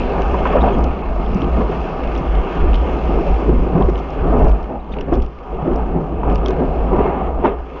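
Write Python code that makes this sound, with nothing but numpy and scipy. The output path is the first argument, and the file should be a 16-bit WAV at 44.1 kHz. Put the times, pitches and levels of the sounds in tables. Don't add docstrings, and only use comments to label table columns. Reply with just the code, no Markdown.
import sys
import numpy as np
from scipy import signal
from scipy.fft import rfft, irfft
from scipy.io import wavfile
from scipy.ndimage import uniform_filter1d

SR = 44100
rng = np.random.default_rng(int(sys.argv[2]) if len(sys.argv) > 2 else 0)


def generate_wav(signal):
    frames = np.transpose(np.atleast_2d(signal))
    scaled = np.clip(frames, -1, 1) * 32767
    pcm = np.round(scaled).astype(np.int16)
    wavfile.write(sys.argv[1], SR, pcm)


def elevation(decibels):
    levels = np.asarray(decibels, float)
    return 10 ** (levels / 20)


N = 343980
TIME = np.arange(N) / SR
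FREQ = np.maximum(np.fft.rfftfreq(N, 1 / SR), 1)


def unit(x):
    return x / np.sqrt(np.mean(x ** 2))


def slope_db(points):
    hz, db = np.transpose(points)
    return np.interp(np.log(FREQ), np.log(hz), db)


def walk(rate):
    hold = int(SR / rate)
    steps = np.repeat(rng.standard_normal(N // hold + 1), hold)
    smooth = uniform_filter1d(uniform_filter1d(steps, hold), hold)
    return unit(smooth[:N])


def bursts(chance, tail_s, spread_db):
    hits = np.zeros(N)
    size_db = -spread_db * np.log(1 - .985 * chance[:, 1])
    np.add.at(hits, (chance[:, 0] * N).astype(int), elevation(size_db) ** 2)
    decay = np.exp(-1 / (tail_s * SR))
    softened = signal.lfilter([1], [1, -decay ** 4], hits)
    power = signal.lfilter([1], [1, -decay], softened)
    return np.sqrt(power + 1e-18)


def swells(steady_db, s, hold_s, db, rise_db_s, fall_db_s):
    power = elevation(steady_db) ** 2
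    for at, hold, top_db in zip(s, hold_s, db):
        near = slice(max(int((at - .3) * SR), 0), int((at + hold + .5) * SR))
        t = TIME[near]
        before_db = (at - t) * rise_db_s
        after_db = (t - at - hold) * fall_db_s
        power[near] += elevation(top_db - np.maximum(np.maximum(before_db, after_db), 0)) ** 2
    return 10 * np.log10(power)


def add(out, at_s, hz, db, t60_s, rise_s, rough):
    t = np.arange(int(.25 * SR)) / SR
    drift = np.cumsum(rng.standard_normal(len(t))) * rough * np.sqrt(hz / SR)
    rise = (1 - np.exp(-t / rise_s)) ** 2
    decay = np.exp(-np.log(1000) * t / t60_s)
    ring = np.sin(2 * np.pi * hz * t + drift) * rise * decay
    start = int(at_s * SR)
    out[start:start + len(t)] += (elevation(db) * ring / np.max(np.abs(ring)))[:N - start]


def flow():
    # t/s, churn/dB, spray/dB
    flow_levels = [(0, -27.5, -55), (.6, -22, -56.5), (1.05, -28.5, -62), (1.39, -29, -58),
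                   (2.48, -26.5, -58), (3.32, -36.5, -55.5), (3.68, -27, -61.5), (4.12, -29.5, -62),
                   (4.44, -16.5, -60.5), (4.75, -41, -71.5), (4.98, -30, -67.5), (5.33, -43, -69),
                   (5.64, -25.5, -66), (5.98, -28.5, -68), (6.86, -24, -63.5), (7.36, -30.5, -69.5),
                   (7.56, -39, -70.5), (7.8, -36, -62.5)]
    s, churn_db, spray_db = np.transpose(flow_levels)
    return np.interp(TIME, s, churn_db), np.interp(TIME, s, spray_db)


def squeaks():
    # t/s, length/s, start f/Hz, highest f/Hz, level/dB, roughness 0-1
    whistles = [
        (.600, .03, 3000, 3650, -36, .17),
        (.720, .037, 2950, 3250, -41, .05),
        (3.0, .46, 5300, 5350, -61, .16),
        (4.793, .022, 2900, 3900, -57, .12),
        (4.912, .03, 2500, 3650, -43, .15),
    ]
    out = np.zeros(N)
    for s, length_s, start_hz, top_hz, db, rough in whistles:
        done = np.clip((TIME - s) / length_s, 0, 1)
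        hz = start_hz + (top_hz - start_hz) * np.sin(2.6 * done)
        jitter = rough * uniform_filter1d(rng.standard_normal(N), size=24)
        phase = np.cumsum(2 * np.pi * hz / SR + jitter)
        octave = elevation(-7 - 200 * rough) * np.sin(2 * phase)
        out += elevation(db) * np.sin(np.pi * done) * (np.sin(phase) + octave)
    return out


def gulps():
    # end t/s, peak level/dB, f/Hz, growth t60/s
    pockets = [(.579, -7.5, 480, 0.12), (.54, -14.5, 1180, 0.055), (.728, -10.5, 376, 0.065),
               (.592, -24, 1160, .05), (0.8, -20, 771, .06), (.42, -19, 542, 0.12), (.562, -9, 600, 0.081),
               (1.435, -12.5, 262, 0.088), (1.605, -12, 199, 0.11), (1.62, -17, 1000, 0.065),
               (1.62, -12.5, 452, 0.05), (2.06, -21, 538, 0.085), (4.47, -13.5, 276, 0.11),
               (4.99, -21, 405, 0.076), (3.497, -12, 476, 0.03), (3.786, -9, 352, 0.073),
               (3.815, -11, 402, .08), (3.826, -20, 997, 0.078), (6.954, -13.5, 361, 0.1),
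               (6.997, -9, 211, .08), (7.014, -9.5, 422, 0.052), (7.07, -17, 864, .08),
               (7.137, -19, 566, 0.064), (7.298, -20, 746, 0.054), (7.46, -6, 940, 0.056),
               (7.53, -17.5, 373, .08)]
    out = np.zeros(N)
    for s, db, hz, t60_s in pockets:
        add(out, N / SR - s, hz, db, t60_s, rise_s=0.0012, rough=0.65)
    return signal.sosfilt(signal.butter(4, 1900, fs=SR, output="sos"), out[::-1])


def drops():
    # t/s, upper ring level/dB, lower ring level/dB, lower ring f/Hz
    big_drops = [(0.219, -31, -28, 2800), (0.684, -43, -29.5, 2600), (0.785, -39, -48, 2700),
                 (0.841, -29.5, -31, 2850), (1.261, -47, -36.5, 2980), (1.3456, -31, -42, 2900),
                 (1.417, -43, -26.5, 3020), (1.4427, -41, -33, 3000), (2.151, -36, -29.5, 2850),
                 (2.161, -44, -33, 3300), (2.177, -31, -42, 2850), (2.731, -46, -27, 2850),
                 (2.7416, -36, -24, 2940), (2.7445, -47, -27, 2750), (2.7495, -42, -45, 2800),
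                 (2.7565, -38, -45, 3000), (2.7533, -41, -27, 3300), (2.7604, -35, -36, 2700),
                 (3.822, -54, -31.5, 2940), (3.955, -50, -30, 2850), (3.9777, -37, -36, 3230),
                 (4.985, -49, -29, 2850), (5.009, -31, -29, 3000), (5.1317, -40, -40, 2800),
                 (5.138, -36, -36, 3200), (5.2205, -36, -39, 2900), (5.226, -36, -44, 3200),
                 (5.7593, -33.5, -49, 3300), (6.356, -27, -29.5, 3020), (6.459, -26, -21, 3180),
                 (6.483, -25.5, -30, 3220), (6.76, -48, -49, 3000), (6.5062, -32, -36, 3470),
                 (7.45, -46, -38, 3370), (7.457, -46, -30, 2770), (7.463, -45, -40, 3500),
                 (7.474, -52, -42, 3370), (7.492, -52, -41, 3280)]
    # t/s, upper ring level/dB, lower ring level/dB
    specks = [(.2074, -40, -40), (.8314, -45, -47), (1.2817, -45, -47), (1.4087, -42.5, -37),
              (1.4225, -44, -44), (2.038, -47, -36), (2.0742, -43, -37), (2.117, -45, -36),
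              (2.185, -39, -46), (2.196, -45, -44), (2.3501, -56, -35), (2.3984, -55, -44),
              (3.266, -51, -40), (3.885, -44, -46), (3.8984, -39, -45), (3.989, -36, -42),
              (3.997, -36, -51), (4.1045, -39, -40), (4.2712, -52, -43), (4.3914, -44, -42),
              (4.4403, -41, -52), (4.474, -41, -60), (4.4823, -37, -40), (4.5136, -47, -38),
              (4.4445, -42, -48), (4.4935, -39, -37), (4.6289, -44, -45), (4.6405, -50, -42),
              (4.844, -56, -50), (4.9152, -52, -48), (4.925, -46, -45), (4.936, -52, -31),
              (4.9395, -48, -35), (4.9674, -52, -38), (5.016, -50, -46), (5.122, -48, -42),
              (5.144, -42, -39), (5.153, -35, -46), (5.1624, -44, -51), (5.2001, -43, -38),
              (5.2345, -50, -48), (5.2455, -49, -47), (5.2616, -41, -42), (5.3865, -61, -42),
              (5.7329, -48.5, -40), (5.7405, -50, -49), (6.2981, -44, -37), (6.3174, -43, -41),
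              (6.326, -43, -41), (6.348, -37, -43), (6.4516, -44, -40), (6.4944, -41, -45),
              (6.4675, -40, -46), (6.3625, -43, -46), (6.305, -46, -42), (6.379, -46, -48),
              (5.0135, -45, -46), (7.444, -51, -37), (7.468, -52, -33), (7.48, -55, -38)]
    # f/Hz, level/dB, t60/s
    upper_rings = [(3830, 1.5, 0.0021), (4500, 4.5, 0.0034), (5060, 4.5, 0.009), (5600, 2, 0.013),
                   (6400, -6, 0.0049)]
    snap_pitches = (4250, 5510)
    upper, snaps, lower = np.zeros((3, N))
    pitch_hz = 2850 * (1 + 0.1 * rng.standard_normal(len(specks)))
    small_drops = [(*row, hz) for row, hz in zip(specks, pitch_hz)]
    for s, upper_db, lower_db, hz in big_drops + small_drops:
        add(lower, s + 0.0008, hz, lower_db + 2.5, t60_s=0.0093, rise_s=0.00059, rough=0.8)
        add(lower, s, 2160, lower_db - 10.5, t60_s=0.015, rise_s=0.0012, rough=0.26)
        snaps[int((s + .0004) * SR)] += elevation(upper_db + 10.5)
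        for snap_hz in snap_pitches:
            add(snaps, s, snap_hz, upper_db - 12, t60_s=0.0084, rise_s=0.00015, rough=1.6)
        for ring_hz, ring_db, t60_s in upper_rings:
            stray = rng.standard_normal(2)
            stray_hz = ring_hz * (1 + .04 * stray[0])
            stray_db = upper_db + ring_db - 13 + 1.1 * stray[1]
            add(upper, s, stray_hz, stray_db, t60_s, rise_s=0.00019, rough=0.38)
    snaps = signal.sosfilt(signal.butter(3, 3600, "high", fs=SR, output="sos"), snaps)
    lower = signal.sosfilt(signal.butter(4, 3880, fs=SR, output="sos"), lower)
    return signal.sosfilt(signal.butter(7, 6300, fs=SR, output="sos"), upper + snaps + lower)


def slaps():
    # t/s, peak level/dB, f/Hz, t60/s
    hull_slaps = [(0.179, -12, 335, .06), (0.334, -12, 404, 0.074), (0.453, -0.5, 937, 0.026),
                  (0.625, -10, 355, 0.072), (0.75, -2.5, 239, 0.061), (1.352, 1, 195, 0.077),
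                  (1.541, -15, 369, .06), (1.693, -5, 375, 0.065), (1.838, -11.5, 296, .06),
                  (2.205, -4.5, 153, .08), (2.378, -17, 350, 0.08), (2.635, -3.5, 337, 0.1),
                  (2.682, -24, 415, 0.064), (2.758, -27, 341, 0.092), (2.943, -10.5, 152, 0.13),
                  (3.187, -4, 345, 0.097), (3.26, -7.5, 571, 0.15), (3.491, -1.5, 362, 0.081),
                  (3.523, -1, 252, 0.095), (3.578, -10, 342, 0.071), (3.613, -13, 377, 0.098),
                  (3.66, -4.5, 377, 0.099), (3.749, 1, 163, 0.095), (3.884, 4, 344, 0.035),
                  (4.249, -6.5, 269, 0.17), (4.71, -15, 263, 0.086), (4.981, -14, 401, 0.097),
                  (5.12, 3, 344, 0.094), (5.173, -7.5, 248, 0.13), (5.526, -12, 462, 0.11),
                  (5.624, -6, 161, 0.058), (5.674, -0.5, 338, 0.042), (5.712, -4, 365, 0.094),
                  (5.947, -8.5, 369, 0.25), (6.121, -9, 336, 0.092), (6.207, -10, 195, .07),
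                  (6.272, -3.5, 266, 0.06), (6.384, -10.5, 250, 0.05), (6.433, -7, 370, 0.087),
                  (6.484, -5, 377, 0.2), (6.506, -12, 400, .07), (6.605, -1.5, 260, 0.15),
                  (6.926, -3.5, 376, 0.2), (7.166, -10, 263, 0.086), (7.391, -11, 278, 0.055),
                  (7.437, 0, 400, 0.069), (7.447, -5, 605, 0.045)]
    # t/s, peak level/dB, f/Hz, t60/s
    deck_knocks = [(0.342, -4.5, 1033, 0.052), (0.454, -19, 920, 0.065), (.459, -3.5, 970, 0.046),
                   (.3, -13, 563, .07), (.503, -6, 603, 0.053), (.533, -4, 710, 0.06),
                   (0.553, -3, 605, 0.05), (0.567, 5, 483, 0.051), (.628, -5, 810, .04),
                   (.636, 0.5, 769, 0.072), (.675, -6, 730, 0.033), (.722, -7, 413, 0.031),
                   (1.161, -8, 617, 0.039), (1.192, -17, 705, 0.042), (1.717, -10, 716, 0.05),
                   (2.059, -17, 548, 0.072), (2.685, -9, 685, 0.089), (4.336, -9, 658, 0.037),
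                   (4.446, -12, 526, 0.025), (4.7, -12, 546, 0.048), (4.964, -15, 884, .06),
                   (5.08, -13, 620, 0.05), (5.124, -1.5, 685, 0.047), (5.649, -10, 594, 0.055),
                   (5.957, -14, 600, 0.043), (6.232, -3.5, 984, 0.024), (6.983, -10, 770, 0.04),
                   (7.439, -2.5, 823, 0.045), (7.458, -7, 1310, 0.02)]
    out = np.zeros(N)
    for rows, rise_s in ((hull_slaps, .0025), (deck_knocks, .0009)):
        for s, db, hz, t60_s in rows:
            add(out, s, hz, db - 9.5, max(t60_s, .01), rise_s, rough=0.52)
            add(out, s, 1.9 * hz, db - 26, max(0.29 * t60_s, .01), rise_s=0.00063, rough=0.51)
    return signal.sosfilt(signal.butter(4, 1900, fs=SR, output="sos"), out)


def body_response():
    # f/Hz, level/dB per Hz
    housing = [(60, -22.5), (85, -8), (109, -11), (178, -4.5), (419, -4), (740, -8), (1100, -18.5),
               (1390, -24), (1950, -35), (3330, -43.5), (3750, -51.5), (5400, -58), (7000, -66),
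               (7700, -72.5)]
    # f/Hz, width/Hz, level/dB
    resonances = [(157.8, 20, 4.5), (232.2, 9.9, -10.5), (263, 59, 2.5), (307.4, 48, -5.5), (344, 40, 1.5),
                  (557, 130, -3), (770, 110, 2.5), (964.6, 18, 6), (1230, 240, 7), (1345, 100, -4),
                  (1830, 56, 4.5), (1910, 140, -4), (2156, 98, 6), (2643, 560, 8.5), (3720, 86, -6),
                  (5400, 540, 0)]
    body_db = slope_db(housing)
    for hz, width, db in resonances:
        body_db = body_db + db / (1 + ((FREQ - hz) / (width / 2)) ** 2)
    return elevation(body_db)


def water_levels():
    # share that follows the churn 0-1, steady level/dB, surge level/dB, brightness weight
    layers = [
        (1, 1.5, -2, 0.01),
        (0.76, 7, -7, 1.01),
        (0.19, 11.5, -27, 1.76),
        (0, 0, -54, 1),
    ]
    # t/s, hold/s, level/dB, brightness/dB
    surges = [(0.106, 0.11, -24, 6), (0.337, 0.01, -22, -0.5), (0.463, 0.075, -34, 14),
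              (0.576, 0.089, -27.5, 5), (0.736, 0.071, -17, -10.5), (1.335, 0.14, -20.5, -29),
              (1.58, 0.0037, -18, 2), (1.698, 0.06, -26, 4.5), (2.244, 0.18, -33.5, 7),
              (2.475, 0.15, -39.0, 16), (2.605, 0.13, -19.5, -4.5), (2.885, 0.082, -18, -3),
              (3.09, 0.079, -15.5, -3.5), (3.177, 0.25, -21.5, 0.5), (3.494, 0.035, -13, -9),
              (3.634, 0.0057, -16, -29), (3.756, 0.064, -13.5, -3.5), (4.263, 0.079, -17.5, -2.5),
              (4.408, 0.01, -29, -5), (4.702, 0.051, -24.5, -1), (5.124, 0.045, -16.5, -4.5),
              (5.69, 0.11, -20.5, -1), (5.963, 0.025, -17, -6), (6.28, 0.033, -16, 0.5),
              (6.478, 0.04, -23.5, 3), (6.6, 0.017, -15, -3.5), (6.937, 0.13, -19, 4),
              (7.103, 0.16, -24.5, 6), (7.461, 0.016, -18, 3)]
    # t/s, hold/s, level/dB, brightness/dB
    splashes = [(.455, 0.0072, -30, 16.5), (.555, 0.015, -25, 6), (.572, .012, -28.5, 13),
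                (.64, 0.043, -22.5, 8), (1.192, .006, -22, -6), (1.61, 0.0096, -27, 1),
                (1.718, .008, -25, 7.5), (2.64, 0.022, -31, -7), (2.686, .008, -24, 3),
                (4.336, .008, -26.5, 3), (4.444, .008, -27, 5), (5.08, .006, -23, -1),
                (5.122, 0.025, -31, 9.5), (6.235, .015, -21, -7), (6.983, 0.0071, -27, -6),
                (7.442, 0.012, -13.5, 3.5), (7.46, 0.019, -35, 14.5)]
    churn_db, spray_db = flow()
    levels_db = []
    for share, steady_db, offset_db, weight in layers:
        db = steady_db + share * churn_db + (1 - share) * spray_db
        for rows, rise_db_s, fall_db_s in ((surges, 157.5, 139.5), (splashes, 1999.5, 355)):
            s, hold_s, top_db, bright_db = np.transpose(rows)
            event_db = top_db + offset_db + weight * bright_db
            db = swells(db, s, hold_s, event_db, rise_db_s, fall_db_s)
        levels_db.append(db)
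    return levels_db


def whitewater():
    # lowest f/Hz, highest f/Hz
    water_bands = [
        (110, 480),
        (480, 1400),
        (1500, 3500),
        (3800, 7000),
    ]
    # t/s, half length/s
    treble_dips = [
        (.580, .0045),
        (1.028, .004),
        (5.422, .0025),
    ]
    # t/s, level/dB
    low_levels = [(0, 0.5), (.7, 0), (1, 1), (1.4, 1.5), (2, 0), (2.7, 0), (2.95, -3), (3.4, -2), (3.8, 2),
                  (4.3, -0.5), (4.8, -1), (5.2, 0), (5.4, -2), (5.9, -2), (6.5, -1), (7.2, 0.5), (7.5, -4),
                  (7.8, -7)]
    # end t/s, change of level/dB
    lead_ins = [(.453, -4), (1.160, -4), (1.191, -3), (1.716, -3), (2.685, 4), (3.261, -2), (4.335, -1),
                (4.444, -6), (5.079, -1), (5.958, 1), (6.232, -3), (6.981, -4), (7.438, 0)]
    body = body_response()
    gains_db = []
    for db, (lo, hi) in zip(water_levels(), water_bands):
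        passed = np.sum(body[(FREQ > lo) & (FREQ < hi)] ** 2)
        gains_db.append(db - 10 * np.log10(passed))
    slop = unit(bursts(rng.random((500, 2)), tail_s=0.0086, spread_db=3)[::-1])
    fizz = unit(bursts(rng.random((1500, 2)), tail_s=0.0017, spread_db=3.5))
    treble_dip_db = -sum(30 * np.exp(-((TIME - s) / half_s) ** 2) for s, half_s in treble_dips)
    low_level_db = np.interp(TIME, *np.transpose(low_levels))
    lead_in_db = sum(db * (TIME < s) * np.exp(-((TIME - s) / 0.0066) ** 2) for s, db in lead_ins)
    centres = np.log2([230, 820, 2300, 5000])
    out = np.zeros(N)
    for octave in np.arange(19, 41) / 3:
        place = np.interp(octave, centres, np.arange(4))
        below = min(int(place), 2)
        gain_db = gains_db[below] + (place - below) * (gains_db[below + 1] - gains_db[below])
        if octave > 11.6:
            gain_db = gain_db + treble_dip_db
        gain_db = gain_db + low_level_db * np.clip(2 * (np.log2(290) - octave), 0, 1)
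        if 8.5 < octave < 11.6:
            gain_db = gain_db + lead_in_db
        fine = np.clip((octave - 10.2) / 0.38, 0, 1)
        splash = unit(1.83 + 0.32 * (1 - fine) * slop + .5 * fine * fizz)
        skirt = np.cos(np.pi / 2 * np.clip(3 * (np.log2(FREQ) - octave), -1, 1))
        noise = rfft(rng.standard_normal(N) * splash)
        band = irfft(noise * skirt * body, N) * np.sqrt(N / 2)
        out += band * elevation(gain_db + 1.49 * walk(12))
    return out


def mount():
    # f/Hz, level/dB per Hz
    mount_colour = [(8.8, -42), (15, -4.5), (43, -1.5), (54, 9), (67, -1), (74, -15.5), (86, -16),
                    (110, -22), (140, -49.5), (240, -120)]
    # t/s, hold/s, level/dB
    jolts = [(0, 0.081, -15), (0.16, 0.35, -21.5), (0.558, .14, -21.5), (0.754, 0.15, -15.5),
             (1.085, 0.024, -18.5), (1.155, 0.046, -20), (1.254, 0.082, -19.5), (1.455, .02, -20),
             (1.52, .05, -18.5), (1.643, 0.017, -17.5), (1.792, .03, -21), (2.04, .05, -19),
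             (2.142, 0.05, -19.5), (2.294, 0.095, -14.5), (2.624, 0.13, -12), (2.804, 0.023, -14.5),
             (2.926, 0.023, -21), (3.046, 0.15, -16.5), (3.312, 0.041, -11.5), (3.486, 0.066, -14),
             (3.585, .02, -11), (3.66, .01, -20), (3.734, .02, -20), (3.855, .01, -8), (3.947, 0.022, -16),
             (4.214, 0.12, -16), (4.396, 0.13, -11), (4.618, .03, -26), (4.774, 0.045, -28),
             (4.916, 0.015, -25), (5.01, .01, -26), (5.125, .02, -17.5), (5.192, 0.015, -11),
             (5.353, 0.081, -38), (5.54, .01, -27), (5.72, .02, -16.5), (5.815, .01, -19),
             (5.927, 0.011, -21), (6.158, 0.042, -23), (6.267, 0.13, -16.5), (6.454, 0.095, -22.5),
             (6.593, .01, -25.5), (6.66, 0.044, -19), (6.792, 0.05, -18), (6.917, 0.11, -18),
             (7.1, 0.12, -31.5), (7.268, .14, -22), (7.5, 0.11, -26)]
    shake = unit(irfft(rfft(rng.standard_normal(N)) * elevation(slope_db(mount_colour)), N))
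    swing = uniform_filter1d(np.abs(signal.hilbert(shake)), size=900)
    churn_db, _ = flow()
    tremble_db = -2.5 + 0.9 * churn_db
    push_db = swells(tremble_db, *np.transpose(jolts), rise_db_s=300, fall_db_s=239.5)
    gusts = shake / (swing + .2) ** .85 * elevation(push_db)
    gusts = gusts * elevation(1.5 * walk(22))
    return elevation(5.5) * signal.sosfiltfilt(signal.butter(4, 84, fs=SR, output="sos"), gusts)


def scene():
    return (squeaks() + gulps() + drops() + slaps() + whitewater() + mount())[None]


def top_cut(x):
    return signal.sosfilt(signal.butter(12, 8000, fs=SR, output="sos"), x)


def record(dry):
    soft = np.tanh(.9 * dry) / .9
    narrow = signal.sosfiltfilt(signal.cheby2(10, 30, 7910, fs=SR, output="sos"), soft)
    return top_cut(narrow)


dry = scene()
out = record(dry)
generate_wav(out)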